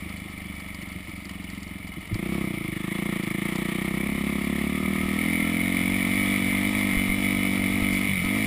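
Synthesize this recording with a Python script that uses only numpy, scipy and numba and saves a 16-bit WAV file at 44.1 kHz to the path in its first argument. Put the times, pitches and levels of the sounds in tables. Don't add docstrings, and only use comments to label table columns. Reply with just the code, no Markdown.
import sys
import numpy as np
from scipy import signal
from scipy.fft import rfft, irfft
from scipy.io import wavfile
from scipy.ndimage import uniform_filter1d
from numba import njit

SR = 44100
rng = np.random.default_rng(int(sys.argv[2]) if len(sys.argv) > 2 else 0)


def materialize(psi):
    bounded = np.clip(np.atleast_2d(psi).T, -1, 1)
    quanta = np.round(bounded * 32767).astype(np.int16)
    wavfile.write(sys.argv[1], SR, quanta)


N = 373086
T = np.arange(N) / SR
CRUISE_HZ = 48


def exhaust(turn, hz, throttle, thump_db, growl_db):
    # f/Hz, level/dB
    idle_eq = [(15, -81), (48, -10.5), (75, 1), (105, -6.5), (135, -16.5), (190, 3.5), (245, -9.5),
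               (295, -4.5), (370, -28), (480, -53), (620, -22), (1600, -88)]
    overrun_eq = [(15, -61), (60, -25), (90, -11.5), (140, -5.5), (185, 5), (235, -10), (300, -15),
                  (390, -32), (500, -22), (800, -35), (1700, -83)]
    light_eq = [(15, -112), (60, -8), (105, 1.5), (190, 4), (255, -9.5), (325, 6), (370, -6.5), (415, -36),
                (480, -19), (560, -30), (670, -17), (900, -50), (1270, -17.5), (2500, -94)]
    half_eq = [(15, -62), (68, -11), (105, -19), (140, -5.5), (195, 5), (255, -5), (295, -7), (335, -1),
               (365, -5.5), (435, -29.5), (490, -14), (570, -27), (680, -19), (880, -30.5), (1230, -22.5),
               (1520, -35.5), (4000, -62), (9000, -82)]
    pulling_eq = [(15, -56), (70, -13), (108, -26), (145, -8), (198, 4.5), (232, 0), (262, 0), (305, -10),
                  (352, -5), (385, -14), (435, -28), (505, -18), (570, -24), (660, -20), (880, -32),
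                  (1250, -24), (1520, -40), (4000, -70), (9000, -88)]
    wide_eq = [(15, -42), (50, -14), (140, -29), (165, -1), (190, 4.5), (252, 2.5), (300, 0.5), (340, -10),
               (385, -26), (485, -15), (570, -22.5), (690, -17.5), (850, -33), (1280, -47), (1550, -38),
               (4000, -49), (9000, -70)]
    openings = (0, 1, 2, 2.5, 3)
    # t/s, level over one cycle/dB
    stray_burns = [(.056, -43), (.252, -44), (.453, -43), (.825, -43), (.953, -40.5), (1.082, -41.5),
                   (1.255, -43), (1.969, -39), (2.111, -36)]
    shut, light, wide = np.clip([1 - throttle, 2 - throttle, throttle - 2], 0, 1)
    fast = revving(hz)
    idle = shut * (1 - fast)
    pulses = firings(turn, hz, scatter_db=.55 + .8 * idle, jitter_s=.00006) * lope()
    turbulence = unit(noise() * window(turn, centre=.17, width=.25))
    gas = pulses + (undb(-25) + undb(-20) * idle) * turbulence
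    shares = [idle, shut * fast] + [np.interp(throttle, openings, row) for row in np.eye(5)[1:]]
    spectra = idle_eq, overrun_eq, light_eq, half_eq, pulling_eq, wide_eq
    thump = sum(colour(gas * share, eq) for share, eq in zip(shares, spectra))
    level_db = -25.5 + 1.5 * shut - 1.5 * light - wide + thump_db
    thump *= by_speed(hz, level_db, db_per_octave=3.5 + 10 * shut)
    growl = silencer(gas) * by_speed(hz, -49 + growl_db, db_per_octave=12)
    burns = colour(strikes(stray_burns) * np.sqrt(SR / hz), light_eq)
    return growl - thump - burns


def lope(span_s=.06):
    # t/s, level re ordinary beat/dB
    beats = [(.02, 2.5), (.1, 3), (.22, 2), (.5, 2), (.81, 0.5), (.875, -1), (1.03, -4), (1.135, 2),
             (1.355, 1), (1.55, 0), (1.755, 2), (1.885, -0.5), (1.94, -5), (2.055, -7)]
    beat_s, beat_db = np.transpose(beats)
    span = int(span_s * SR)
    marks = np.bincount((beat_s * SR).astype(int), beat_db, N)
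    return undb(span * uniform_filter1d(marks, span, mode="constant"))


def silencer(gas, return_s=.0042):
    # f/Hz, nominal width/Hz, level/dB
    modes = [(490, 46, 5), (578, 73, 2), (658, 105, 6.5), (925, 105, 0.5), (1080, 86, -6)]
    returned = np.interp(T - return_s, T, gas)
    return unit(sum((-1) ** k * undb(db) * ring(returned, f, 2 * w) for k, (f, w, db) in enumerate(modes)))


def clatter(turn, hz, road_hz, throttle, rasp_db, settle_s=.43):
    fast, shut = revving(hz), np.clip(1 - throttle, 0, 1)
    idle = shut * (1 - fast)
    combustion = window(turn, centre=.26 - .08 * fast, width=.06) * (.3 + 1.1 * fast)
    valves = window(turn, centre=.86 - .08 * fast, width=.042) * (.85 + 1.7 * (1 - fast) ** 3)
    stroke = window(turn, centre=.1 + .22 * fast, width=.23 - .09 * fast)
    piston = 1.5 * window(turn, centre=.06, width=.045) + 1.1 * window(turn, centre=.63, width=.07)
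    force = 1 + (1 - idle) * (combustion + valves + (1 - .95 * fast) * stroke) + idle * piston
    grain = repeat(noise(), SR / hz, likeness=.68)
    rattle = metal(grain * force) * (1 - .2 * fast) + knocks(turn, hz)
    bark = .8 + (1 - shut) * ((3 - 2 * fast) * stroke + .6 * valves) + .6 * shut * piston
    mix = rattle + undb(rasp_db) * rasp(hz, bark)
    effort = uniform_filter1d(throttle, int(settle_s * SR))
    coasting, light, wide = np.clip([1 - effort, 2 - effort, effort - 2.4], 0, 1)
    level_db = -33.5 + 1.5 * coasting - 4.5 * light + 3.5 * wide + .5 * walk(hz=41)
    return mix * by_speed(road_hz, level_db, db_per_octave=7)


def knocks(turn, hz):
    # phase/cycles, level/dB
    angles = [(.2, 0), (.47, -6), (.77, -3)]
    fast = revving(hz)
    blows = sum(undb(db) * firings(turn - angle, hz, scatter_db=1.3 * fast, jitter_s=.000025)
                for angle, db in angles)
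    return undb(-2.5) * fast * metal(blows)


def metal(force):
    # f/Hz, nominal width/Hz, level/dB
    modes = [(1200, 440, -24.5), (1273, 28, -2.5), (2129, 99, 10), (2233, 161, 11.5), (2985, 62, 1),
             (3420, 73, -1), (3736, 247, -8)]
    return unit(sum(undb(db) * ring(force, f, 1.19 * w) for f, w, db in modes))


def rasp(hz, bark):
    # f/Hz, level/dB
    gas_eq = [(300, -20), (700, -5), (1150, 9), (1500, -9.5), (1850, 15.5), (2600, 3), (3500, 2),
              (4600, -13.5), (6000, -19), (8000, -7.5), (12000, -30)]
    crackle = undb(6 * noise()) * noise()
    return colour(unit(repeat(crackle, SR / hz, likeness=.5) * bark), gas_eq)


def piston_slap(turn, shut):
    slaps = noise() * (.3 + window(turn, centre=.6, width=.06))
    return undb(-59) * shut * unit(ring(slaps, hz=690, width_hz=330))


def tappets(turn, shut):
    taps = noise() * window(turn, centre=.74, width=.04)
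    return undb(-59) * shut * unit(ring(taps, hz=2957, width_hz=160))


def crank(turn, hz):
    return unit(np.sin(4 * np.pi * turn)) * by_speed(hz, -39.5 + walk(hz=27), db_per_octave=13)


def gearbox(turn, hz, shut):
    # f/Hz, level/dB
    churn_eq = [(150, -11), (420, -10), (640, -0.5), (850, -3), (1120, 1), (1290, 8), (1500, -9),
                (2500, 1.5), (5000, -13.5), (9000, -50)]
    push = 1 + .5 * window(turn, centre=.05, width=.35)
    churn = colour(unit(noise() * push), churn_eq)
    return churn * by_speed(hz, -43.5 - 4 * shut + 1.9 * walk(hz=30), db_per_octave=4)


def gear_whine(turn, teeth_per_cycle=32, case_hz=1250):
    mesh = 2 * np.pi * teeth_per_cycle * turn
    whine = unit(walk(hz=127) * np.sin(mesh) + walk(hz=126) * np.cos(mesh))
    return undb(-46) * ring(whine, case_hz, width_hz=274)


def chain(shut, jingles=320, decay_s=.0042):
    # t/s, level/dB
    ticks = [(.093, -35), (.172, -36), (.202, -44), (.599, -33.5), (.745, -31), (.823, -35), (.888, -38),
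             (.924, -37), (1.094, -40), (1.253, -34), (1.293, -33), (1.312, -38), (1.44, -35.5), (1.5, -33),
             (1.548, -36), (1.565, -44), (1.63, -31), (1.677, -37), (1.869, -37), (1.877, -41),
             (1.939, -42), (2.015, -42), (2.07, -38), (2.143, -29), (3.235, -32), (3.315, -33.5),
             (3.558, -28), (6.143, -31), (7.929, -27), (7.941, -26), (8.249, -28)]
    # f/Hz, nominal width/Hz, level/dB
    tick_ring = [(1180, 470, 4.5), (1985, 270, 12.5), (2950, 220, 9), (4540, 900, 5), (7270, 2200, -3)]
    when, softness = rng.random((jingles, 2)).T
    jingle = strikes(np.c_[when * T[-1], -44 - 6 * softness]) * shut
    decay = np.exp(-T[:SR // 20] / decay_s)
    bursts = signal.fftconvolve(strikes(ticks) + jingle, decay)[:N] * noise()
    return sum(undb(db) * ring(bursts, f, w) for f, w, db in tick_ring)


def low_thumps(decay_s=.016):
    # t/s, level/dB, f/Hz
    thumps = [(2.128, -17, 105), (2.146, -24, 50), (6.968, -17, 46), (7.092, -20, 40), (7.82, -24, 47),
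              (7.925, -28, 40), (8.251, -24, 49)]
    out = np.zeros(N)
    for start_s, db, hz in thumps:
        age_s = np.clip(T - start_s, 0, .3)
        out += undb(db) * np.sin(2 * np.pi * hz * age_s) * np.exp(-age_s / decay_s)
    return out


def tyres(hz):
    # f/Hz, level/dB
    rush_eq = [(200, -18), (420, -10.5), (620, 3), (850, -13), (1100, -13), (2000, -51)]
    spray_eq = [(2000, -20), (3900, -1), (5300, 1.5), (6100, -10), (7500, 0.5), (11000, -26)]
    rush = colour(noise(), rush_eq) * by_speed(hz, -51, db_per_octave=13)
    grains = unit(noise() * undb(4 * noise()))
    return rush + colour(grains, spray_eq) * by_speed(hz, -52 + walk(hz=23), db_per_octave=13)


def wind(hz):
    # f/Hz, level/dB
    rumble_eq = [(8, -46), (22, -10.5), (48, -13), (90, -13.5), (160, -13), (350, -18.5), (1000, -42),
                 (4000, -79)]
    return colour(noise(), rumble_eq) * by_speed(hz, -39.5 + walk(hz=4.5), db_per_octave=9)


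def firings(turn, hz, scatter_db, jitter_s):
    at = np.flatnonzero(np.diff(np.floor(turn)) > 0)
    size, timing = rng.standard_normal((len(at), 2)).T
    db = 10 * np.log10(SR / hz[at]) + scatter_db[at] * size
    return strikes(np.c_[T[at] + jitter_s * timing, db])


def strikes(rows):
    s, db = np.transpose(rows)
    return np.bincount((np.abs(s) * SR).astype(int), undb(db), N)[:N]


def window(turn, centre, width):
    return np.exp(-.5 * (((turn - centre + .5) % 1 - .5) / width) ** 2)


def by_speed(hz, cruise_db, db_per_octave):
    return undb(cruise_db + db_per_octave * np.log2(hz / CRUISE_HZ))


def revving(hz):
    return np.clip((hz - 28) / 15, 0, 1)


def ring(x, hz, width_hz):
    b, a = signal.iirpeak(hz, hz / width_hz, fs=SR)
    return signal.lfilter(b, a, signal.lfilter(b, a, x))


def colour(x, points, size=8192):
    hz, db = np.transpose(points)
    f = np.maximum(np.fft.rfftfreq(size, 1 / SR), 1)
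    gain = undb(np.interp(np.log(f), np.log(hz), db))
    cepstrum = irfft(np.log(gain))
    cepstrum[1:size // 2] *= 2
    cepstrum[size // 2 + 1:] = 0
    response = irfft(np.exp(rfft(cepstrum)))
    return signal.fftconvolve(x, response / np.linalg.norm(response))[:N]


@njit
def repeat(x, period, likeness):
    y = x.copy()
    for i in range(len(x)):
        j = i - int(period[i] + .5)
        if j >= 0:
            y[i] = likeness * y[j] + np.sqrt(1 - likeness ** 2) * x[i]
    return y


def curves(rows):
    s, *columns = np.transpose(rows)
    return [np.interp(T, s, column) for column in columns]


def walk(hz):
    span = int(SR / hz)
    return unit(uniform_filter1d(uniform_filter1d(noise(), span), span))


def noise():
    return rng.standard_normal(N)


def unit(x):
    return x / np.sqrt(np.mean(x ** 2))


def undb(db):
    return 10 ** (np.asarray(db) / 20)


def scene():
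    # t/s, firing rate/Hz
    revs = [(0.0, 25.85), (0.68, 24.24), (0.81, 23.22), (2.07, 21.87), (2.28, 32.07), (2.36, 34.45),
            (2.68, 25.52), (2.76, 25.06), (3.08, 29.74), (3.24, 26.23), (3.4, 27.61), (3.56, 31.42),
            (3.64, 29.35), (3.88, 32.61), (3.96, 31.45), (4.04, 34.23), (4.2, 33.93), (4.28, 34.92),
            (4.36, 33.91), (4.52, 35.72), (4.6, 34.9), (4.76, 37.86), (4.92, 39.67), (5.0, 38.33),
            (5.16, 40.32), (5.32, 43.15), (5.4, 41.55), (5.56, 43.11), (5.64, 45.31), (5.8, 44.85),
            (5.96, 47.79), (6.04, 45.58), (6.2, 49.63), (6.28, 48.19), (6.36, 49.28), (6.44, 46.59),
            (6.76, 51.23), (6.92, 47.74), (7.08, 47.3), (7.16, 48.6), (7.32, 48.83), (7.4, 47.91),
            (7.56, 48.25), (7.64, 47.24), (7.8, 49.65), (7.96, 47.0), (8.04, 49.73), (8.12, 48.92),
            (8.2, 42.47), (8.36, 52.78)]
    # t/s, opening (0 or less shut, 1 light, 2 half, 3 or more wide)
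    grip = [(2.09, -1), (2.17, 2), (2.33, 2), (2.65, 1.2), (3.05, 2.06), (3.3, 1.62), (3.55, 2),
            (3.95, 1.95), (4.07, 2.5), (5.1, 2.5), (5.45, 4.5), (6.8, 4.5), (7.05, 2.8), (7.95, 5.5),
            (8.07, 6), (8.083, 0), (8.228, 0), (8.25, 5.5)]
    # t/s, thump/dB, growl/dB, rasp/dB
    voices = [(0, -2, -34, -2.5), (2.1, 3, -33, -4), (2.19, -3, 1, -8), (2.35, 0.5, -3, -8),
              (2.55, -1, 7.5, -16), (2.75, -1, -7, -4.5), (3.1, 0, 2, -5), (3.26, 0, -7, -6),
              (3.54, 0, 7, -1.5), (3.85, -.5, .5, -5), (4.4, 1, -4.5, -5.5), (4.85, 0.5, -6, -5.5),
              (5.3, 1, 1, -5.5), (6.75, 0, -1.5, -4.5), (7.2, 0, 0.5, -9), (7.95, 0.5, -1, -9),
              (8.07, -2, -18, -7), (8.1, -3.5, -11, -4.5), (8.23, -1.5, -13, -11), (8.28, 0.5, -1, -9)]
    hz, throttle = curves(revs) + curves(grip)
    thump_db, growl_db, rasp_db = curves(voices)
    shut = np.clip(1 - throttle, 0, 1)
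    turn = .43 + np.cumsum(hz) / SR
    road_hz = uniform_filter1d(hz, int(.25 * SR))
    engine = exhaust(turn, hz, throttle, thump_db, growl_db) + crank(turn, hz)
    engine += clatter(turn, hz, road_hz, throttle, rasp_db) + piston_slap(turn, shut) + tappets(turn, shut)
    drive = gearbox(turn, road_hz, shut) + tyres(road_hz) + gear_whine(turn) + chain(shut)
    return (engine + drive + low_thumps() + wind(road_hz))[None]


def record(dry):
    converter_hz, top_hz = 12000, 15050
    band = signal.sosfilt(signal.butter(1, 220, "high", fs=SR, output="sos"), dry)
    band = signal.sosfilt(signal.butter(2, 3800, fs=SR, output="sos"), band)
    sizzle = undb(6) * np.gradient(band, axis=-1) * np.cos(2 * np.pi * converter_hz * T)
    sizzle = signal.sosfilt(signal.butter(1, 13000, fs=SR, output="sos"), sizzle)
    return signal.sosfilt(signal.ellip(8, .2, 70, top_hz, fs=SR, output="sos"), dry + sizzle)


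dry = scene()
out = record(dry)
materialize(out)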